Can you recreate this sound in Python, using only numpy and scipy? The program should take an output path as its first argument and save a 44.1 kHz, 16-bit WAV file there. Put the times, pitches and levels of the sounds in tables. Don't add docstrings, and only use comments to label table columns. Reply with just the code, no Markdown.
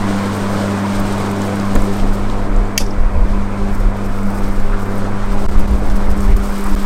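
import sys
import numpy as np
from scipy import signal
from scipy.fft import rfft, irfft, next_fast_len
from scipy.io import wavfile
from scipy.ndimage import uniform_filter1d

SR = 44100
rng = np.random.default_rng(int(sys.argv[2]) if len(sys.argv) > 2 else 0)


def nominal_scale(level):
    x = np.asarray(level, float) / 20
    return 10 ** x


def output_pcm(signal):
    pcm = np.clip(np.atleast_2d(signal).T, -1, 1) * 32767
    wavfile.write(sys.argv[1], SR, np.round(pcm).astype(np.int16))


N = 302251
T = np.arange(N) / SR

# time_s, deck_nearness_db, outlet_db (how openly it faces the camera)
MOWER_PATH = [(0.0, -25.5, -27), (1.03, -25.5, -27.5), (1.37, -25, -28), (1.83, -26, -29.5),
              (2.17, -27, -30.5), (2.42, -28.5, -31.5), (2.59, -28, -32.5), (3.18, -29.5, -33.5),
              (3.43, -28.5, -32), (3.59, -29, -32), (3.91, -29, -33), (4.56, -29.5, -33),
              (4.84, -28.5, -33), (5.19, -29, -31.5), (5.42, -27.5, -31), (5.8, -28.5, -32.5),
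              (6.49, -29.5, -31), (6.85, -30.5, -29.5)]


def level(x):
    return x / np.sqrt(np.mean(x ** 2))


def columns(table):
    time_s, *rest = np.vstack(table).T
    return [np.interp(T, time_s, column) for column in rest]


def colour(x, points):
    hz, db = np.transpose(points)
    size = next_fast_len(N)
    bin_hz = np.arange(size // 2 + 1) * SR / size
    gain = nominal_scale(np.interp(np.log(bin_hz + 1), np.log(hz), db))
    return level(irfft(rfft(x, size) * gain, size)[:N])


def ring(x, hz, width_hz):
    b, a = signal.iirpeak(min(hz, .45 * SR), hz / width_hz, fs=SR)
    return signal.lfilter(b, a, x)


def walk(rate):
    hold = int(SR / rate)
    steps = np.repeat(rng.standard_normal(N // hold + 1), hold)
    return level(uniform_filter1d(uniform_filter1d(steps, hold), hold)[:N])


def burst(at, t60):
    return (T >= at) * nominal_scale(-60 * np.maximum(T - at, 0) / t60)


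def swells(rows, edge):
    t = T[::64]
    humps = sum(height * np.exp(-np.abs(2 * (t - s) / length) ** edge) for s, length, height in rows)
    return np.interp(T, t, humps)


def grains(rate, spread_db):
    chance = rng.random((2, N))
    size_db = spread_db * np.minimum(-np.log(chance[1]), 3)
    hits = chance[0] < rate / SR
    return level(hits * nominal_scale(size_db) * np.clip(rng.standard_normal(N), -1.2, 1.2))


def patchy(x, depth_db, width_bins, hold_frames):
    strips = signal.stft(x, nperseg=1024)[2]
    field = rng.standard_normal(strips.shape)
    for way, reach in enumerate((width_bins, hold_frames)):
        field = uniform_filter1d(uniform_filter1d(field, reach, axis=way), reach, axis=way)
    return signal.istft(strips * nominal_scale(depth_db * level(field)), nperseg=1024)[1][:N]


def mower():
    # centre_s, length_s, level_db
    first_beats = [
        (2.4, 0.2, 1),
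        (2.96, 0.47, -2),
        (3.73, 0.043, -12),
        (3.95, 0.51, 1.5),
        (5.0, 0.42, 2.5),
        (5.95, 1, -5),
        (6.62, 0.53, -24),
    ]
    second_beats = [(.15, 0.35, 2), (.36, 0.15, -2), (.85, 0.61, 2.5), (1.2, 0.11, -1), (1.7, 0.33, 2.5),
                    (2.15, 0.11, 0.5), (2.37, 0.32, -2), (2.65, 0.11, -5), (3.0, 0.29, -5.5),
                    (3.39, 0.085, 5), (3.64, 0.12, 5.5), (4.27, 0.095, 7), (4.48, 0.065, 2),
                    (4.69, .12, -2), (4.95, 0.13, 2.5), (5.25, .12, 0), (5.47, 0.1, -3.5), (5.61, 0.098, 2),
                    (5.73, 0.11, 3.5), (5.88, .09, -6), (5.98, .12, 5.5), (6.09, .08, -3), (6.22, 0.12, 5),
                    (6.35, .06, -1), (6.41, 0.073, 2.5), (6.7, 0.41, 4.5)]
    third_beats = [(.11, .15, 9), (.62, 0.25, 10.5), (1.0, 0.26, 7), (1.2, 0.092, -9), (1.5, 0.46, 6),
                   (1.9, 0.18, 8), (2.1, .12, 5), (2.38, .18, -1), (2.53, 0.11, 12), (3.2, 0.59, 3),
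                   (3.65, 0.11, 2), (4.0, 0.57, -6), (5.17, .08, -7), (5.8, 0.11, -18), (6.07, .07, -11),
                   (6.17, 0.16, 10), (6.72, 0.15, 12)]
    fourth_beats = [(.78, .12, 7), (1.09, 0.13, 9), (1.33, 0.16, 11), (1.9, 0.064, 16), (2.12, 0.13, 6),
                    (2.47, 0.34, 12), (2.88, 0.053, 16), (3.63, 0.18, 14.5), (4.9, 1, 8), (5.5, 0.66, 6.5),
                    (5.99, 0.091, 8), (6.36, 0.28, 12.5), (6.62, 0.067, 14), (6.85, .11, 12)]
    fifth_beats = [
        (.3, 0.61, 5.5),
        (1.0, .3, -1),
        (1.5, 0.093, 12),
        (1.8, .2, 11),
        (2.4, .15, 9),
        (2.9, .3, 8),
        (3.2, 0.11, 13),
        (4.0, .15, 4),
        (4.9, 0.75, 7),
        (6.5, .6, 4),
    ]
    # multiple of the blade rate, level_db against the deck air
    overtones = [(6, -17.5), (7, -20), (8, -32), (9, -22), (10, -22), (13, -26), (30, -40)]
    # pitch_hz, density_db
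    deck_spectrum = [(35, -36), (62, -18), (140, -13), (260, -8.5), (450, -12), (800, -14), (1000, -30.5),
                     (1500, -87)]
    # pitch_hz, density_db
    outlet_spectrum = [(400, -58), (750, -15), (900, 0), (1020, 1), (1400, -3), (1900, -10.5), (2200, -10),
                       (2550, -14), (2800, -22.5), (4500, -42)]
    blade_hz = 99.78
    deck_db, outlet_db = columns(MOWER_PATH)

    first_db = deck_db + 1 + swells(first_beats, 5.2) + 0.5 * walk(11)
    second_db = deck_db + 4 + swells(second_beats, 1.3) + 0.7 * walk(21.9)
    third_db = deck_db - 11 + swells(third_beats, 1.3) + 1.16 * walk(18)
    fourth_db = deck_db - 16 + swells(fourth_beats, 2.1) + 3.2 * walk(15)
    fifth_db = deck_db - 17 + swells(fifth_beats, 3.1) + 3.0 * walk(18)
    turn = 2 * np.pi * blade_hz * T + 0.23 * walk(1.514)
    tones = nominal_scale(first_db) * np.sin(turn)
    tones += nominal_scale(second_db) * np.sin(2 * turn + 1)
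    tones += nominal_scale(third_db) * np.sin(3 * turn + 0.73 * walk(9))
    tones += nominal_scale(fourth_db) * np.sin(4 * turn + 0.5 * walk(5.06))
    tones += nominal_scale(fifth_db) * np.sin(5 * turn + 0.65 * walk(9))
    for k, db in overtones:
        tones += nominal_scale(deck_db + db + 4.4 * walk(10)) * np.sin(round(k) * turn + 0.7 * walk(12) + k)

    puffs = nominal_scale(0.4 * walk(20)) * (1 + 0.17 * np.cos(turn) + 0.05 * np.cos(2 * turn))
    deck_air = patchy(rng.standard_normal(N), 1.1, width_bins=2, hold_frames=5)
    deck = colour(puffs * nominal_scale(0.88 * walk(11)) * deck_air, deck_spectrum)
    outlet_air = patchy(rng.standard_normal(N), 1.3, width_bins=2, hold_frames=5)
    outlet = colour(puffs * nominal_scale(0.4 * walk(10)) * outlet_air, outlet_spectrum)
    return np.sqrt(2) * tones + nominal_scale(deck_db + 1.5) * deck + nominal_scale(outlet_db + 0.5) * outlet


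def rustle():
    # centre_s, length_s, level_db
    swishes = [(.5, 0.81, -50.5), (0.96, 0.022, -46), (1.0, 0.013, -49), (1.176, 0.46, -52),
               (1.448, 0.1, -46), (1.61, .2, -53), (1.856, 0.33, -46), (1.98, 0.037, -54),
               (2.136, 0.11, -46), (2.385, 0.14, -61), (2.562, 0.03, -59), (3.13, 0.045, -60),
               (3.33, 0.13, -61), (3.775, 0.15, -47), (3.968, 0.048, -54), (4.098, 0.16, -52),
               (4.365, 0.33, -45.5), (4.557, 0.037, -56), (4.66, 0.16, -56), (4.85, 0.13, -47.5),
               (4.99, 0.15, -47), (5.334, 0.051, -41.5), (5.44, 0.12, -45), (5.53, .04, -49),
               (5.605, 0.028, -48), (5.862, 0.51, -51), (6.107, 0.035, -45), (6.22, 0.16, -45),
               (6.37, 0.013, -39), (6.45, .03, -51), (6.814, 0.035, -51), (6.653, 0.7, -45.5)]
    still_db = -65.5
    return nominal_scale(still_db) + swells([(s, length, nominal_scale(db)) for s, length, db in swishes], 2.7)


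def bag():
    # pitch_hz, density_db
    clippings = [(1700, -53), (2800, 2.5), (3500, 2), (4800, -0.5), (6300, -3.5), (6900, -4.5), (8700, -3),
                 (9500, -8.5), (10500, -16.5), (13000, -15), (15500, -28)]
    aim, stir = 1.598, 0.11
    outlet_db = columns(MOWER_PATH)[1]
    hiss = nominal_scale(1.2 * walk(40)) * (rng.standard_normal(N) + 0.3 * grains(2500, spread_db=1.6))
    return nominal_scale(13 + aim * outlet_db) * rustle() ** stir * colour(hiss, clippings)


def eddies():
    # centre_s, length_s, peak_db, swing_hz
    single_eddies = [(0.992, 0.11, -18, 32), (1.765, 0.054, -4, 23), (1.823, 0.047, -9, 26),
                     (1.873, 0.09, -15, 27.2), (2.021, 0.098, -5, 23), (2.145, 0.14, -6, 21.5),
                     (2.205, 0.034, -11, 33), (2.364, 0.15, -16, 32), (2.48, 0.23, -18, 22.0),
                     (2.568, 0.15, -9.5, 32), (4.082, 0.06, -12, 25), (2.829, 0.096, -9.5, 25),
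                     (3.005, 0.08, -3.5, 25.3), (3.025, 0.1, -18, 60), (3.054, 0.052, 0, 31),
                     (3.15, 0.15, -16, 24), (3.181, 0.061, -3, 19), (3.228, 0.07, -6, 40),
                     (3.315, 0.08, -7, 26), (3.624, 0.072, -14, 45), (3.663, 0.11, -12.9, 24),
                     (3.81, 0.041, -5, 27), (3.87, 0.034, 1, 28), (4.372, 0.12, -14, 21),
                     (4.482, 0.04, -7, 26), (4.574, 0.15, -13.5, 31), (4.772, 0.11, -13, 23.6),
                     (5.04, 0.16, -23, 27.2), (5.336, 0.092, -8.5, 26), (5.483, 0.057, -4, 13),
                     (5.548, 0.11, -16, 43), (5.57, 0.07, -3, 22), (5.613, 0.045, -11, 46),
                     (5.678, 0.084, -5, 23), (5.735, 0.072, -8, 57), (5.831, 0.037, -10.5, 36),
                     (5.946, 0.087, -9, 35), (5.983, 0.04, -15, 30), (6.025, 0.03, -10, 47.8),
                     (6.068, 0.19, -9.5, 37), (6.096, 0.045, -10.5, 67), (6.209, 0.045, -15, 45),
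                     (6.271, 0.044, -8, 32), (6.297, 0.03, -5, 54), (6.34, 0.03, 3, 30),
                     (6.33, 0.12, -15.5, 101), (6.399, 0.042, -9, 40), (6.588, 0.17, -20, 27),
                     (6.741, 0.045, -14, 58), (6.766, 0.083, -8, 29)]
    t = T[::16]
    push = np.zeros(len(t))
    for s, length, db, hz in single_eddies:
        push += nominal_scale(db) * np.exp(-(2 * (t - s) / length) ** 2) * np.cos(2 * np.pi * hz * (t - s))
    return np.interp(T, t, push)


def wind():
    # time_s, strength_db
    breeze = [(0.0, -18.5), (0.3, -31), (0.55, -23), (0.88, -45), (0.93, -20), (1.55, -31.5), (1.75, -16),
              (2.31, -17), (4.1, -20), (4.64, -11), (4.83, -17.5), (5.47, -13.5), (5.6, -4.5), (5.7, -14.5),
              (6.16, -8.5), (6.58, -23.5), (6.75, -9.5), (6.85, -17)]
    # centre_s, length_s, level_db
    gust_rows = [(0.0, .05, -28), (.3, .5, -36), (.62, .12, -27), (1.003, .12, -32), (1.2, .2, -32),
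                 (1.5, .15, -36), (1.78, 0.1, -12), (2, 0.22, -22), (2.217, 0.032, -11), (2.42, .11, -19),
                 (2.595, .09, -11), (2.847, 0.073, -14.5), (3.033, 0.19, -13), (3.164, 0.059, -6.5),
                 (3.22, 0.081, -10.5), (3.347, 0.15, -13), (3.42, 0.11, -18), (3.625, 0.1, -21),
                 (3.725, 0.06, -9), (3.863, 0.19, -16), (4.07, .1, -20), (4.2, 0.1, -25), (4.43, 0.26, -24),
                 (4.6, 0.12, -17), (4.88, 0.077, -18.5), (5.15, 0.13, -25), (5.338, 0.09, -11),
                 (5.43, 0.11, -18), (5.573, 0.2, -9.5), (5.726, 0.11, -9), (5.83, .08, -14),
                 (5.907, 0.084, -9.5), (6.093, 0.19, -10), (6.325, 0.2, -10), (6.212, 0.066, -13.5),
                 (6.5, 0.11, -14), (6.664, 0.039, -14), (6.763, 0.06, -13.5)]
    lull_db, buffet_db = -47, -5
    flap_db, flap_hz, flap_growth = -6, 70.5, 1.96
    slow = colour(rng.standard_normal(N),
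                  [(3, -32), (7, 0.0), (16, 4.5), (22, -4), (36, -10), (90, -68), (300, -150)])
    quick = colour(rng.standard_normal(N), [(20, -28), (33, 12.0), (45, 2), (70, -2.5), (110, -37),
                                            (170, -78), (400, -73), (1500, -150)])
    slow /= np.sqrt(uniform_filter1d(slow ** 2, SR // 8)) + 0.66
    quick /= np.sqrt(uniform_filter1d(quick ** 2, SR // 20)) + 0.17
    gusts = nominal_scale(lull_db) + swells([(s, length, nominal_scale(db)) for s, length, db in gust_rows], 3.4)
    flap = level(ring(ring(rng.standard_normal(N), flap_hz, 40), flap_hz, 40))
    push = nominal_scale(columns(breeze)[0] + 7) * slow
    push += nominal_scale(buffet_db) * gusts * quick
    push += eddies()
    push += nominal_scale(flap_db) * gusts ** flap_growth * flap
    return 1.1 * np.tanh(push / 1.1)


def feet():
    # pitch_hz, density_db
    grass = [(3000, -22), (5000, 0.5), (6600, -5.5), (8800, 0.5), (9800, -6.5), (10900, -9), (11800, -6),
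             (13200, -5), (14300, -8), (15000, -16), (15800, -9)]
    # start_s, peak_db, centre_hz
    ticks = [(0.9522, -25, 8260), (1.0006, -28, 5380), (1.1258, -21, 8940), (1.1812, -21, 8440),
             (1.3134, -20, 8330), (1.4177, -17, 7040), (1.5564, -21, 8170), (1.6531, -24, 7860),
             (1.7533, -13, 7500), (1.7595, -24, 7300), (1.77, -27, 8500), (1.819, -17, 8130),
             (2.5626, -22, 6900), (2.654, -29, 7300), (3.9694, -26, 5400), (4.0238, -29, 7140),
             (4.2315, -24, 7480), (4.4398, -23, 6180), (4.8314, -25, 5830), (4.9811, -25, 8770),
             (5.5947, -26, 8850), (5.68, -28, 5240), (5.711, -26, 9090), (5.8716, -30, 5140),
             (5.905, -28, 5120), (6.2042, -15, 7400), (6.3664, -24, 7370), (6.4358, -26, 8520),
             (6.4727, -23, 8630), (6.5256, -28, 5070), (6.6086, -21, 8400), (6.6404, -15, 8800),
             (6.7999, -22, 8440)]
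    brushing = rng.standard_normal(N) + 1.1 * grains(1200, spread_db=3.0)
    swish = colour(nominal_scale(2.2 * walk(90)) * brushing, grass)
    out = nominal_scale(0.5 + 2.3 * walk(45)) * rustle() * swish
    noise = rng.standard_normal(N)
    for s, db, hz in ticks:
        i = slice(int(s * SR), int(s * SR) + SR // 20)
        width_hz = 0.32 * hz
        snap = noise[i] * burst(s, 0.019)[i]
        out[i] += nominal_scale(db - 1.5) * ring(ring(snap, hz, width_hz), hz, width_hz)
    return out


def noise_swells():
    # centre_s, level_db, centre_hz,
    # width_hz, length_s
    short_noises = [(1.764, -17.5, 276, 210, 0.012), (1.757, -20.5, 460, 250, 0.013),
                    (2, -23.5, 2400, 1500, 0.0017), (1.6, -27.5, 4800, 3000, .0015),
                    (2.3, -30, 3800, 2500, .0015), (1.761, -18, 970, 1200, 0.0046),
                    (2.772, -35, 2400, 500, 0.0035), (2.785, -18, 1950, 600, 0.0011),
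                    (5.9, -33, 4900, 6000, .0012), (6.752, -27, 8000, 8000, .001), (4.6, -40, 8600, 5000, .0015),
                    (2.809, -23, 590, 550, .004), (2.865, -30, 5800, 900, 0.0018), (2.816, -38, 3570, 300, .018),
                    (2.911, -35, 5350, 700, 0.0035), (0.55, -29, 540, 160, .1), (.27, -29, 1000, 190, 0.077),
                    (4.35, -38, 1260, 330, 0.43), (4.742, -30, 1400, 600, 0.023), (5.06, -36.5, 1340, 500, 0.31),
                    (6.317, -36, 2100, 700, 0.036), (6.673, -28.5, 1110, 400, 0.039)]
    noise = rng.standard_normal(N)
    out = np.zeros(N)
    for s, db, hz, width_hz, length in short_noises:
        scrape = level(ring(ring(noise, hz, width_hz), hz, width_hz))
        out += nominal_scale(db) * np.exp(-((T - s) / length) ** 2) * scrape
    return out


def crackles():
    # start_s, peak_db
    dry_blades = [(0.9298, -39), (0.9527, -33), (1.0001, -29), (1.1258, -36), (1.1817, -39), (1.3134, -31),
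                  (1.4172, -34), (1.5569, -43), (1.7534, -21), (1.8048, -37), (1.8193, -37), (1.8362, -37),
                  (1.9679, -34), (3.9694, -35), (4.126, -41), (4.2318, -40), (4.353, -39), (4.4862, -34),
                  (4.6049, -40), (4.7955, -36), (4.8589, -38), (4.9561, -32), (4.9806, -35), (5.2599, -38),
                  (5.3238, -37), (5.4924, -39), (5.5947, -28), (5.68, -35), (5.7099, -38), (5.8731, -39),
                  (5.9429, -42), (6.0387, -42), (6.0571, -40), (6.103, -34), (6.1674, -38), (6.2073, -31),
                  (6.2557, -39), (6.2642, -39), (6.351, -34), (6.3659, -33), (6.4393, -35), (6.4504, -34.5),
                  (6.4727, -32), (6.5006, -31), (6.5246, -33), (6.5879, -32), (6.6089, -29), (6.6398, -27),
                  (6.6584, -32), (6.6714, -34), (6.7032, -32), (6.7114, -34), (6.7184, -38), (6.7511, -26),
                  (6.7685, -34), (6.7989, -32), (6.8099, -31), (6.8294, -28)]
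    centre_hz, width_hz, t60_s = 13200, 3100, 0.017
    pops = sum(nominal_scale(db + 4) * burst(s, t60_s) for s, db in dry_blades) * rng.standard_normal(N)
    return ring(ring(pops, centre_hz, width_hz), centre_hz, 1.5 * width_hz)


def twig():
    # level_db, t60_s
    stages = [
        (-9, 0.035),
        (-28.5, 0.31),
    ]
    # pitch_hz, level_db, t60_s
    modes = [(1900, -9, 0.027), (2260, -3, 0.024), (2410, -6, 0.027), (2720, -3, .02), (3140, -2, .022),
             (3545, -7, 0.027), (4640, 0.5, 0.022), (4870, -4, .02), (5500, -0.5, .02), (5980, 1, 0.019),
             (6500, 5, 0.014), (6760, -8, .014), (9200, -15, .025), (10400, -8, .014)]
    # pitch_hz, density_db
    bark = [(1000, -44), (1750, -30), (1900, 1), (2060, -16), (2240, 0), (3190, -9), (3600, -10),
            (4050, -16), (4500, -4), (5760, -4), (7000, -11), (8000, -11.5), (12900, -13), (15500, -23)]
    # start_s, level_db, pitch_hz, t60_s
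    thumps = [
        (1.75, -17, 238, 0.12),
    ]
    snap_s, wood_db = 2.7776, -8.5
    (crack_db, crack_t60), (splinter_db, splinter_t60) = stages
    crack = nominal_scale(crack_db) * burst(snap_s, crack_t60) * colour(rng.standard_normal(N), bark)
    splinters = nominal_scale(splinter_db) * burst(snap_s, splinter_t60)
    splinters *= 1 + 1.7 * np.exp(-((T - snap_s - 0.033) / 0.014) ** 2)
    bits = splinters * level(ring(colour(rng.standard_normal(N), bark), 6200, 6700))
    wood = np.zeros(N)
    for hz, db, t60 in modes:
        swing = np.sin(2 * np.pi * hz * (T - snap_s) + 6 * rng.random())
        wood += nominal_scale(wood_db + db) * burst(snap_s, t60) * swing
    knocks = sum(nominal_scale(db) * burst(s, t60) * np.sin(2 * np.pi * hz * (T - s)) for s, db, hz, t60 in thumps)
    split = nominal_scale(-9) * burst(snap_s, 0.0078) * ring(rng.standard_normal(N), 9000, 12000)
    return split + wood + crack + bits + knocks


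def scene():
    # centre_s, length_s, depth_db
    chokes = [
        (2.79, 0.024, -5.5),
        (5.474, 0.015, -70),
        (5.507, 0.01, -5),
        (5.568, 0.0033, -29),
        (5.668, 0.012, -6.5),
        (5.896, 0.0038, -27),
        (6.274, 0.003, -17),
        (6.341, 0.0036, -30),
        (6.353, 0.02, -3.5),
        (6.756, 0.0066, -52),
    ]
    choke_db = sum(db * np.exp(-(2 * (T - s) / length) ** 6) for s, length, db in chokes)
    airborne = mower() + bag() + feet() + noise_swells() + crackles()
    return (airborne * nominal_scale(choke_db) + twig() + wind())[None]


def low_pass(x):
    return signal.sosfilt(signal.butter(12, 15860, fs=SR, output="sos"), x)


def record(dry):
    top_cut = signal.ellip(10, 0.2, 70, 15900, fs=SR, output="sos")
    mix = signal.sosfilt(top_cut, np.clip(dry, -0.97, 0.97))
    return low_pass(mix)


dry = scene()
out = record(dry)
output_pcm(out)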